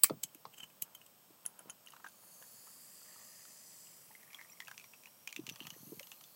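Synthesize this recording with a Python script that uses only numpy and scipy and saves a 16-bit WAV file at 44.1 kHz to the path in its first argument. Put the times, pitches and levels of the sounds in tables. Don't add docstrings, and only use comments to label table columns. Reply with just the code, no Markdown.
import sys
import numpy as np
from scipy import signal
from scipy.fft import rfft, irfft, next_fast_len
from scipy.io import wavfile
from scipy.ndimage import uniform_filter1d

SR = 44100
rng = np.random.default_rng(int(sys.argv[2]) if len(sys.argv) > 2 else 0)


def put_to_file(sound):
    columns = np.atleast_2d(sound).T
    safe = np.clip(columns, -1, 1)
    whole_steps = np.round(safe * 32767)
    wavfile.write(sys.argv[1], SR, whole_steps.astype(np.int16))


N = 280160


def amp(db):
    return 10 ** (np.asarray(db) / 20)


def unit(x):
    return x / np.sqrt(np.mean(x ** 2) + 1e-20)


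def clock(size=N):
    return np.arange(size) / SR


def along(points, hz):
    f, v = np.transpose(points)
    return np.interp(np.log(hz + 1), np.log(f), v)


def curves(rows, t):
    s, *cols = np.transpose(rows)
    return [np.interp(t, s, c) for c in cols]


def add(track, s, sound):
    part = track[max(round(s * SR), 0):][:len(sound)]
    part += sound[:len(part)]


def hump(hz, centre, width):
    return 1 / (1 + (2 * (hz - centre) / width) ** 2)


def colour(x, points, modes=(), size=8192):
    hz = np.fft.rfftfreq(size, 1 / SR)
    peaks = sum((amp(abs(db)) - 1) * hump(hz, c, w) for c, w, db in modes)
    gain = amp(along(points, hz)) * (1 + peaks)
    cepstrum = irfft(np.log(gain))[:size // 2]
    cepstrum[1:] *= 2
    response = irfft(np.exp(rfft(cepstrum, size)))
    return signal.fftconvolve(x, response / np.linalg.norm(response))[:N]


def swell(t, rise, t60):
    rising = np.exp(-abs(t) / max(rise, 1e-5))
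    return np.where(t < 0, rising, amp(-60 * abs(t) / t60))


def bursts(rows, size=8192):
    track, t = np.zeros(N), clock(size) - .02
    for s, db, rise, t60 in rows:
        shape = swell(t, rise, t60)
        burst = shape * rng.standard_normal(size)
        add(track, s + t[0], amp(db) * burst * np.linalg.norm(shape) / np.linalg.norm(burst))
    return track


def ring(modes, size=8192):
    t = clock(size)
    scatter_db = 1.2 * rng.standard_normal(len(modes))
    return sum(amp(db + off_db - 60 * t / t60) * np.sin(2 * np.pi * hz * t)
               for (hz, db, t60), off_db in zip(modes, scatter_db))


def pops(rate, spread_db):
    sizes = amp(spread_db * np.clip(rng.standard_normal(N), -3, 3))
    return unit((rng.random(N) < rate / SR) * sizes * rng.choice([-1, 1], N))


def bubble(hz, t60, chirp, size=8192):
    t = clock(size)
    return (1 - np.exp(-t / 0.001)) * amp(-60 * t / t60) * np.sin(2 * np.pi * hz * t * (1 + chirp * t))


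# (frequency [Hz], t60 [s])
ROOM_DECAY = [(150, 0.25), (1000, 0.086), (8000, 0.067), (15000, 0.056)]


def room(x, size=256):
    hz, t, z = signal.stft(rng.standard_normal(SR // 2), SR, nperseg=size)
    fading = z * amp(-60 * t / along(ROOM_DECAY, hz)[:, None])
    tail = signal.istft(fading, SR, nperseg=size)[1]
    tail = tail * (1 - np.exp(-clock(len(tail)) / 0.00043))
    return signal.fftconvolve(x, tail / np.linalg.norm(tail))[:N]


# (frequency [Hz], level [dB])
ROOM_NOISE = [(24, -57), (40, -13.5), (190, -2.5), (300, -9), (440, -9.5), (600, -5.5), (750, -9.5),
              (1050, -8.5), (1920, -17), (2800, -14.5), (3090, -16), (4390, -17.5), (5360, -14),
              (6230, -21.5), (8200, -12.5), (9060, -23), (11300, -15.5), (15700, -13)]
# (frequency [Hz], level [dB])
BUZZ_SPECTRUM = [(1500, -39), (3000, -10), (7500, -19), (9200, -22), (11000, -11), (15000, -3),
                 (15800, 1.5)]
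# (frequency [Hz], width [Hz], lift [dB], sign ignored)
BUZZ_RESONANCES = [(3185, 166, 12.5), (5570, 120, 19), (6540, 100, 22), (8320, 620, 22.5), (11340, 550, 8),
                   (12500, 130, -3), (13600, 200, -15.5), (14700, 85, 0), (16760, 90, 6.5)]


def background(weak=0.83):
    period = SR / 100.04
    starts = np.arange(0, N - period, period)
    ticks = np.zeros(4 * N)
    ticks[np.round(4 * starts).astype(int)] = 1
    ticks[np.round(4 * starts + 2 * period).astype(int)] = -weak
    buzz = colour(unit(signal.resample_poly(ticks, 1, 4)), BUZZ_SPECTRUM, BUZZ_RESONANCES)
    noise = colour(rng.standard_normal(N), ROOM_NOISE)
    return amp(-64.5) * noise + amp(-66.0) * buzz


# (time [s], share [0-1])
GLASS_FILL = [(2.3, 0), (2.55, 0.1), (2.95, 0.27), (3.9, 0.31), (4.2, 0.44), (4.5, 0.65), (5.2, 0.68),
              (5.6, 1), (6.2, 1)]
# (empty [Hz], full [Hz], width [Hz], lift when empty [dB], at the flare [dB], when full [dB])
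GLASS_AIR = [(1560, 2750, 450, 13, 8, -9), (2630, 4140, 700, -1, 7, 16), (4430, 6400, 470, 10, -1.5, 0),
             (6600, 4600, 510, 3, 8, 0), (6860, 9500, 400, 4.5, 4, -3), (9800, 12500, 1160, 7, -0.5, 6)]
FLARE_FILL = 1


def air_modes(t):
    fill, = curves(GLASS_FILL, t)
    return [(empty_hz * (full_hz / empty_hz) ** fill, width, np.interp(fill, [0, FLARE_FILL, 1], lifts_db))
            for empty_hz, full_hz, width, *lifts_db in GLASS_AIR]


def air_pitch(t):
    return air_modes(t)[0][0]


def in_glass(x, size=512):
    hz, t, z = signal.stft(x, SR, nperseg=size)
    lift_db = sum(db * hump(hz[:, None], centre, width) for centre, width, db in air_modes(t))
    patches = uniform_filter1d(rng.standard_normal(z.shape), size=3, axis=0)
    patches = uniform_filter1d(patches, size=45, axis=1)
    patch_db = 1.9 * unit(patches)
    return signal.istft(z * amp(lift_db + patch_db), SR, nperseg=size)[1][:N]


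# (time [s], centre [Hz], width [Hz], level [dB])
SURFACE_BAND = [(2.05, 6450, 406, -82), (2.35, 6420, 400, -67), (2.8, 6300, 400, -80),
                (3.5, 6130, 320, -66), (4.1, 5860, 280, -76), (4.6, 5680, 280, -72),
                (5.2, 5630, 280, -71.5), (5.5, 5900, 600, -77.5), (5.78, 6140, 850, -68.5),
                (6.05, 6500, 1010, -77), (6.35, 6000, 1000, -83)]


def surface_hiss(size=1024):
    hz, t, z = signal.stft(pops(rate=1400, spread_db=5), SR, nperseg=size)
    centre_hz, width_hz, _ = curves(SURFACE_BAND, t)
    _, _, level_db = curves(SURFACE_BAND, clock())
    band = signal.istft(z * hump(hz[:, None], centre_hz, width_hz), SR, nperseg=size)[1][:N]
    return amp(level_db) * unit(band)


def babble(pitch, scatter, t60, count):
    track = np.zeros(N)
    moments = rng.integers(0, N, count)
    chance = np.clip(rng.standard_normal((count, 2)), -2, 2)
    for at, (off, loud) in zip(moments, chance):
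        hz = pitch[at] * np.exp(scatter * off)
        add(track, at / SR, amp(0.6 * loud) * bubble(hz, t60, chirp=4.1, size=1500))
    return unit(track)


# (time [s], level [dB])
GURGLE_LEVEL = [(1.9, -73.5), (2.2, -77.5), (2.6, -86), (2.9, -80.5), (3.2, -70.5), (3.7, -90), (4.1, -90),
                (4.35, -71), (4.55, -76), (5.0, -102), (5.6, -63.5), (5.9, -82), (6.2, -83)]
# (time [s], level [dB])
TRICKLE_LEVEL = [(1.9, -88), (2.15, -102), (2.45, -79.5), (3.2, -74), (3.7, -78), (4.1, -78), (4.6, -86),
                 (5.0, -86), (5.35, -81), (5.6, -80), (5.9, -76.5), (6.35, -80)]
# (time [s], level [dB])
FIZZ_LEVEL = [(2.05, -76), (2.27, -68.5), (2.55, -62), (3.0, -61), (3.75, -59.5), (4.0, -64), (4.25, -74),
              (4.6, -72.5), (5.0, -70), (5.4, -89), (5.8, -70.5), (6.35, -70.5)]
# (time [s], level [dB])
FOAM_LEVEL = [(2.05, -78), (2.25, -63), (2.5, -61.5), (2.8, -61.5), (3.8, -64), (4.5, -66.5), (5.5, -69.5),
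              (5.85, -60), (6.35, -65.5)]
# (frequency [Hz], level [dB])
GURGLE_SPECTRUM = [(350, -16.5), (620, -2.5), (800, -1), (1000, -1.5), (1200, 10), (1450, -15.5),
                   (1800, -6), (2500, -12.5)]
TRICKLE_SPECTRUM = [(900, -18), (1300, 0), (1600, -7), (2000, 4.5), (2800, 10), (3400, 2), (3900, -6),
                    (5000, -30)]
FIZZ_SPECTRUM = [(2500, -31), (3900, -18), (4400, -5), (5000, -5), (5450, -9.5), (6000, -10), (6500, -9),
                 (6950, 1), (7400, -5), (7800, 0), (8400, -1.5), (9300, -8.5), (12000, -30)]
FOAM_SPECTRUM = [(6000, -34), (9200, -2.5), (9900, -1.5), (10400, -2), (11100, 3.5), (11850, -1.5),
                 (12300, -2), (12900, 2.5), (13350, 5), (13800, 0), (15000, 0.5), (15700, 2.5)]


def pour():
    t = clock()
    (gurgle_db,), (trickle_db,) = curves(GURGLE_LEVEL, t), curves(TRICKLE_LEVEL, t)
    (fizz_db,), (foam_db,) = curves(FIZZ_LEVEL, t), curves(FOAM_LEVEL, t)
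    gurgle = amp(gurgle_db) * colour(pops(rate=500, spread_db=4.5), GURGLE_SPECTRUM)
    trapped = babble(air_pitch(t), scatter=.26, t60=.016, count=1100)
    patter = colour(pops(rate=900, spread_db=5), TRICKLE_SPECTRUM)
    trickle = amp(trickle_db - 2.5) * unit(patter + amp(-7) * trapped)
    beads = babble(np.full(N, 7000), scatter=0.11, t60=0.026, count=900)
    fine = colour(pops(rate=4400, spread_db=0.5), FIZZ_SPECTRUM)
    fizz = amp(fizz_db - 2.5) * unit(fine + amp(-11.0) * beads)
    foam = amp(foam_db + 2.5) * colour(pops(rate=6000, spread_db=3), FOAM_SPECTRUM)
    flow = np.clip((t - 1.75) / 0.33, 0, 1)
    return flow * (in_glass(gurgle + trickle + fizz + foam) + surface_hiss())


# (time [s], level [dB], starting pitch [Hz])
SINGLE_BUBBLES = [(4.106, -56, 860), (4.447, -60, 8400), (4.499, -52.5, 7300), (4.52, -51.5, 5670),
                  (4.531, -58, 5900), (5.522, -48.5, 5920)]


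def plops(t60=0.031):
    track = np.zeros(N)
    for s, db, hz in SINGLE_BUBBLES:
        add(track, s, amp(db + 5.5) * bubble(hz, t60, chirp=1))
    return track


def scattered(start, end, pitch_spread, count):
    times = start + (end - start) * (np.arange(count) + rng.random(count)) / count
    chance = np.clip(rng.standard_normal((count, 2)), -2, 2)
    return zip(times, 2 * chance[:, 0], np.exp(pitch_spread * chance[:, 1]))


# (start [s], end [s], level [dB])
GULP_RUNS = [(4.146, 4.321, -64.5), (4.274, 4.462, -58.5), (4.481, 4.752, -58.5), (4.78, 5.108, -84),
             (5.464, 5.76, -63), (5.782, 6.303, -65.5)]
SIP_PITCH, SIP_SCATTER = 0.99, 0.097
SIP_SPLASH_DB, SIP_BODY_DB = -16, -3.5


def small_gulps():
    rows = []
    for start, end, run_db in GULP_RUNS:
        for s, off_db, ratio in scattered(start, end, SIP_SCATTER, count=11):
            db, hz = run_db + off_db, air_pitch(s) * SIP_PITCH * ratio
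            rows.append((s, db, hz, db + SIP_SPLASH_DB, db + SIP_BODY_DB))
    return rows


def droplets(gulps, spread_s=0.015, drop_db=-18, count=5):
    delays = rng.exponential(spread_s, (len(gulps), count))
    return [(s + delay, db + drop_db + 3 * rng.normal(), .0002, .012)
            for (s, db, *_), row in zip(gulps, delays) for delay in row]


# (time [s], level [dB], starting pitch [Hz], splash level [dB], hollow body level [dB])
GULPS = [(1.8722, -46, 2910, -72, -77), (1.885, -56, 1920, -55, -57), (1.9218, -52, 2880, -56, -64),
         (1.9358, -48.5, 1140, -61, -43.5), (1.9647, -51, 1370, -59, -44.5), (1.9997, -60, 1290, -65, -47),
         (2.044, -42, 1585, -69, -38.5), (2.0639, -41.5, 1570, -72, -44), (2.237, -60, 940, -76, -55.5),
         (2.416, -55.5, 590, -70, -52), (2.425, -52.5, 1640, -55, -55), (2.44, -62, 1790, -72, -59),
         (2.671, -67, 840, -64, -48.5), (2.678, -58, 1230, -70, -66), (3.017, -56, 1380, -68, -69),
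         (3.16, -54, 1250, -64, -54), (3.453, -56, 1400, -58, -65), (3.87, -60, 2900, -55, -73),
         (4.1133, -55.5, 2000, -74, -73), (4.1511, -48.5, 2040, -60, -68), (4.2135, -66, 1950, -72, -80),
         (4.2307, -54, 2010, -59, -74), (4.3035, -55, 2410, -69, -60), (4.3315, -49, 2240, -51, -58),
         (4.346, -42.5, 3270, -48.5, -53), (4.3878, -52, 2130, -74, -65), (4.393, -44, 1980, -72, -67),
         (4.413, -42, 1990, -53.5, -53), (4.4474, -56, 2020, -72, -64), (4.6034, -39, 2000, -42, -47.5),
         (4.621, -49, 1940, -56, -64), (4.6728, -46, 2610, -60, -60), (4.6817, -44.5, 1594, -44, -41),
         (4.714, -43, 1620, -46.5, -42), (4.779, -44, 2590, -45, -54), (4.798, -49, 2480, -50, -67),
         (4.8108, -54, 2450, -65, -63), (4.8418, -48.5, 2370, -53, -49), (4.936, -47, 2590, -60, -53.5),
         (5.036, -53, 2500, -54, -74), (5.0575, -45, 2610, -54, -58.5), (5.071, -53, 2800, -68, -53),
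         (5.275, -35.5, 2500, -38.5, -50.5), (5.291, -45.5, 2780, -52, -66), (5.327, -40, 2450, -41, -55),
         (5.3634, -36.5, 2670, -38.5, -51), (5.376, -57, 2700, -67, -70), (5.4671, -41, 2720, -40.5, -53),
         (5.4742, -47.5, 2800, -50, -61), (5.4912, -38, 2710, -42.5, -57), (5.497, -50, 2670, -36.5, -53),
         (5.5592, -50, 3320, -47, -49), (5.6043, -36.5, 2960, -51.5, -50), (5.627, -51, 2970, -64, -57),
         (5.647, -54, 2760, -64, -65), (5.6523, -46, 2600, -63, -47), (5.6698, -42, 3000, -38, -46),
         (5.704, -43, 2930, -41.5, -50.5), (5.739, -56, 1790, -60, -74), (5.9963, -54, 2500, -38.5, -48),
         (6.0305, -47.5, 2880, -50, -73), (6.071, -65, 2920, -51, -58), (6.1174, -41.5, 2620, -44.5, -50.5),
         (6.211, -63, 3100, -51.5, -56), (6.2395, -51.5, 3390, -50, -56)]
# (frequency [Hz], level [dB])
SPLASH_SPECTRUM = [(1000, -17), (2000, 3.5), (3200, 8.5), (4200, 4.5), (5000, 2), (6000, 8.5), (7000, 5.5),
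                   (8200, -3.5), (10000, -5.5), (15800, 0)]
BODY_SPECTRUM = [(350, -20), (550, -12), (780, 10.5), (1000, 16), (1250, 15), (1570, -15), (1850, 10),
                 (2400, -29), (4000, -16.5)]
SLOSH_SPECTRUM = [(400, -15), (750, 8), (1000, -5.5), (1270, 10), (1600, 5), (2000, -3.5), (2800, 2),
                  (3700, -26.5), (6000, -26.5), (12000, -25)]
SLOSH_DB, SLOSH_T60 = -16, 0.035


def glugs(t60=0.017, ring_db=-15, ring_t60=0.06):
    track, gulps = np.zeros(N), GULPS + small_gulps()
    for s, db, hz, _, _ in gulps:
        cavity = ring([(hz * (1 + 0.0537 * rng.normal()), ring_db, ring_t60) for _ in range(3)])
        add(track, s, amp(db + 2.0) * (bubble(hz, t60, chirp=0.41) + cavity))
    snaps = [(s, db + 2.0, .0005, .012) for s, _, _, db, _ in gulps]
    splash = colour(bursts(snaps + droplets(gulps)), SPLASH_SPECTRUM)
    thumps = [(s + 0.00031, db - 6.0, .0007, .016) for s, _, _, _, db in gulps]
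    body = colour(bursts(thumps), BODY_SPECTRUM)
    churns = [(s + .003, db + SLOSH_DB, .003, SLOSH_T60) for s, _, _, _, db in gulps]
    slosh = colour(bursts(churns), SLOSH_SPECTRUM)
    return track + splash + body + slosh


# (time [s], level [dB], ring of the can [dB], ring of the glass wall [dB])
TOUCHES = [(1.454, -39, -49, -67), (1.4622, -20.5, -72, -52), (1.592, -36.5, -59, -67),
           (1.698, -36, -45, -50), (1.703, -39, -59, -43), (1.863, -43.5, -61, -61),
           (1.905, -48, -65, -59.5), (2.086, -44, -68, -70)]
# (frequency [Hz], level [dB])
CONTACT_SPECTRUM = [(500, -59), (1500, 6.5), (4500, -25), (6500, 11.5), (8500, 6.5), (10200, 18),
                    (12500, -1), (15800, -7)]
# (frequency [Hz], level [dB], t60 [s])
HIGH_RING = [(9950, -22, 0.13), (10200, 3, 0.017), (11200, -29, 0.031)]
FULL_CAN = [(1270, -22, 0.033), (1460, -7, 0.039), (2070, -12, 0.014), (2715, 0, 0.022), (3060, -1.5, .04)]
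GLASS_WALL = [(6170, -15, 0.035), (6700, 5, 0.021), (7400, -18, 0.025)]


def clinks():
    track = colour(bursts([(s, db - 10.0, .0003, .009) for s, db, _, _ in TOUCHES]), CONTACT_SPECTRUM)
    for s, db, can_db, wall_db in TOUCHES:
        high = amp(db - 7.0) * ring(HIGH_RING)
        add(track, s, high + amp(can_db) * ring(FULL_CAN) + amp(wall_db) * ring(GLASS_WALL))
    return track


# (time [s], level [dB], pitch [Hz], swell [s])
DULL_BUMPS = [(0.048, -50.5, 190, 0.0023), (0.0991, -46.5, 330, 0.0012), (0.1061, -28, 370, 0.0021),
              (0.1066, -31.5, 564, 0.0027), (.114, -39, 504, 0.0021), (0.129, -48, 247, 0.0053),
              (0.152, -57, 210, 0.0029), (.165, -55.5, 199, 0.0073), (0.244, -53, 164, 0.0027),
              (.351, -52.5, 299, 0.0032), (0.463, -53, 149, 0.0032), (0.63, -53, 140, 0.0016),
              (0.823, -52, 173, 0.0025), (1.304, -55, 320, 0.0029), (1.606, -52, 630, 0.0018),
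              (1.657, -49.5, 455, 0.0013), (1.671, -51.5, 207, 0.0016), (5.373, -51, 263, 0.0021),
              (5.39, -37, 321, 0.0045), (5.415, -67, 190, 0.0047), (5.432, -50, 173, 0.0039),
              (5.48, -44.5, 210, 0.00086), (5.488, -49, 260, 0.0014), (5.512, -45.5, 230, 0.0013),
              (5.522, -52, 146, 0.0046), (5.611, -44.5, 276, 0.0021), (5.632, -57, 182, 0.0044),
              (5.65, -50, 155, 0.0021), (5.675, -50, 165, 0.0028), (5.722, -49.5, 161, 0.0025),
              (5.763, -49, 390, 0.0018), (5.803, -54.5, 135, .004), (5.829, -46.5, 197, 0.0028),
              (5.868, -47, 190, 0.003), (5.876, -54, 300, 0.0026), (5.896, -50, 290, 0.0024),
              (5.92, -39, 323, 0.0022), (5.927, -42.5, 400, 0.0033), (5.972, -49.5, 173, 0.0024),
              (6.004, -49, 560, 0.005)]
# (frequency [Hz], level [dB])
RUMBLE_SPECTRUM = [(60, -41), (120, 6), (160, 8.5), (260, -6), (500, -9), (1200, -15), (3000, -59)]


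def bumps(size=4096):
    track, t = np.zeros(N), clock(size)
    for s, db, hz, rise in DULL_BUMPS:
        push = (t / rise) ** 2 * np.exp(2 - 2 * t / rise)
        add(track, s, amp(db) * push * np.sin(2 * np.pi * hz * t))
    trails = [(s + 0.0024, db - 19.0, .002, .1) for s, db, _, _ in DULL_BUMPS]
    return track + colour(bursts(trails), RUMBLE_SPECTRUM)


# (frequency [Hz], level [dB])
TAB_LOW_SPECTRUM = [(500, -10), (1700, -7), (2300, -7.5), (2650, 4), (2880, 1.5), (3080, 13.5),
                    (3400, -11.5), (3750, -21), (6000, -16.5)]
TAB_SHIFT = 0.017


def tab_ring():
    track = np.zeros(N)
    for s, _, _, rise, db in NAIL_TICKS:
        shift = np.exp(TAB_SHIFT * np.clip(rng.normal(), -2, 2))
        shifted = [(hz * shift, level) for hz, level in TAB_LOW_SPECTRUM]
        track += colour(bursts([(s, db, rise, .022)]), shifted)
    return track


# (time [s], level [dB],
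# brightness above 10 kHz over that level [dB], rise [s], low ring of the tab [dB])
NAIL_TICKS = [(0.2361, -15.5, -15.5, 0.0016, -44.5), (.289, -60, -10, 0.0011, -63),
              (0.3478, -41.5, -2, 0.0005, -51.5), (0.544, -51, -11, 0.009, -53.5),
              (0.5865, -42, -13, 0.009, -52), (0.604, -42, -31, 0.0035, -47.5),
              (0.635, -43, -21, 0.0067, -48.5), (0.64, -44, -16, 0.0047, -48.5),
              (0.701, -54, -14, 0.0015, -57), (.823, -20.5, -8, 0.0016, -50.5),
              (.95, -37.5, -7, 0.0007, -48.5), (1.016, -59, -8, .002, -54.5),
              (1.064, -41.5, -14, 0.0011, -61)]
# (frequency [Hz], level [dB])
TAB_SPECTRUM = [(500, -66), (1600, -34), (2400, -5), (4200, -7.5), (5500, -8.5), (6600, 1), (8000, -5),
                (9200, -10), (10000, -10), (11000, -21), (15800, -10)]
TAB_TOP_SPECTRUM = [(2000, -63), (7000, -54), (10000, -6), (10700, -17), (11800, -6.5), (12900, -7.5),
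                    (14100, -5), (14800, -7), (15800, -12)]
# (frequency [Hz], width [Hz], lift [dB])
TAB_RESONANCES = [(6550, 320, 7), (7730, 320, 16), (8500, 180, 5), (9700, 236, 9.5)]
# (time [s], level [dB], rise [s], t60 [s])
GRIP_SHIFTS = [(.86, -71.5, 0.036, 0.59), (1.47, -70.5, .025, .25), (1.61, -62.5, 0.046, 0.091),
               (1.685, -62, 0.018, .2), (1.9, -80, 0.019, 0.5)]
# (frequency [Hz], level [dB])
RUB_SPECTRUM = [(150, -9), (400, -6), (800, 2.5), (1300, 3), (1900, -8.5), (3000, -13), (4000, -22),
                (10000, -35)]
# (time [s], level [dB])
KNOCKS = [(0.0976, -34), (0.453, -41)]
# (frequency [Hz], level [dB])
KNOCK_SPECTRUM = [(180, -68), (300, 0), (1200, 6.5), (1700, -9.5), (2590, -8.5), (2990, -11.5),
                  (4540, -5.5), (5600, -12), (8240, -30), (10100, -20), (14000, -60)]


def handling():
    ticks = [(s, db - 12.0, rise, .018) for s, db, _, rise, _ in NAIL_TICKS]
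    tab = colour(bursts(ticks), TAB_SPECTRUM, TAB_RESONANCES)
    bright = [(s, db + bright_db, rise, .016) for s, db, bright_db, rise, _ in NAIL_TICKS]
    top = colour(bursts(bright), TAB_TOP_SPECTRUM)
    grip = sum(amp(db) * swell(clock() - s, rise, t60) for s, db, rise, t60 in GRIP_SHIFTS)
    rub = grip * colour(pops(rate=3000, spread_db=7), RUB_SPECTRUM)
    knock = colour(bursts([(s, db, .0002, .018) for s, db in KNOCKS]), KNOCK_SPECTRUM)
    return tab + tab_ring() + top + rub + knock


# (time [s], level [dB], t60 [s], buckle level [dB])
LID_TEARS = [(0.0349, -8, .014, -41), (0.038, -19, .012, -46), (0.0411, -19.5, .014, -38),
             (0.0423, -11.5, .007, -24)]
# (frequency [Hz], level [dB])
LID_SPECTRUM = [(150, -21), (700, -19), (1100, -39), (1600, -40), (3000, -7.5), (6300, -13.5), (8000, -7.5),
                (10000, -3), (14500, 4), (15800, -2)]
FLAP_SPECTRUM = [(200, -36), (850, -45), (1160, 8), (1550, -3), (1950, 5), (2600, 0), (3300, 1),
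                 (4000, -26), (8000, -10)]
# (frequency [Hz], width [Hz], lift [dB])
LID_RESONANCES = [(1165, 72, 0), (2690, 140, 11), (4680, 420, 14), (6900, 70, 8.5), (7900, 300, 23.5),
                  (8420, 330, 20), (9560, 130, 11), (11400, 200, 10), (12400, 250, 10.5), (14700, 400, 4)]
# (time [s], level [dB])
GAS_LEVEL = [(.036, -59), (.044, -20.5), (.055, -32), (.07, -39), (.095, -52), (.14, -80), (.2, -110)]
# (frequency [Hz], level [dB])
JET_SPECTRUM = [(350, -91), (600, -31), (956, -21), (1400, -11), (1700, -13.5), (2330, 5), (2860, -16),
                (3060, -3), (3370, -18.5), (4130, -5), (6580, -6), (7550, 0), (10800, -3.5), (14800, -3),
                (15800, 5.5)]
DRUM_HZ, DRUM_DB, DRUM_T60 = 1142, -26.5, 0.071


def opening():
    tears = [(s, db, .0001, t60) for s, db, t60, _ in LID_TEARS]
    crack = colour(bursts(tears), LID_SPECTRUM, LID_RESONANCES)
    for s, db, _, _ in LID_TEARS:
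        add(crack, s + 0.00051, amp(db + DRUM_DB) * ring([(DRUM_HZ, 0, DRUM_T60)]))
    buckle = colour(bursts([(s, db, .0001, .014) for s, _, _, db in LID_TEARS]), FLAP_SPECTRUM)
    gas_db, = curves(GAS_LEVEL, clock())
    gas = amp(gas_db) * colour(rng.standard_normal(N), JET_SPECTRUM)
    return crack + buckle + gas


def scene():
    crack, ticks, thuds = opening(), handling(), bumps()
    glass, gulps = clinks(), glugs() + plops()
    near = crack + ticks + thuds + glass + gulps
    walls = room(amp(-25.0) * crack + amp(-9.0) * ticks + amp(-18.5) * thuds
                 + amp(-10.0) * glass + amp(-12.0) * gulps)
    return (near + walls + pour() + background())[None]


TOP_HZ = 15850


def record(dry, low_hz=96):
    thin = signal.sosfilt(signal.butter(6, low_hz, "high", fs=SR, output="sos"), dry)
    m = next_fast_len(N + SR // 2)
    passed = np.fft.rfftfreq(m, 1 / SR) < TOP_HZ
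    return irfft(rfft(thin, m) * passed, m)[..., :N]


dry = scene()
out = record(dry)
put_to_file(out)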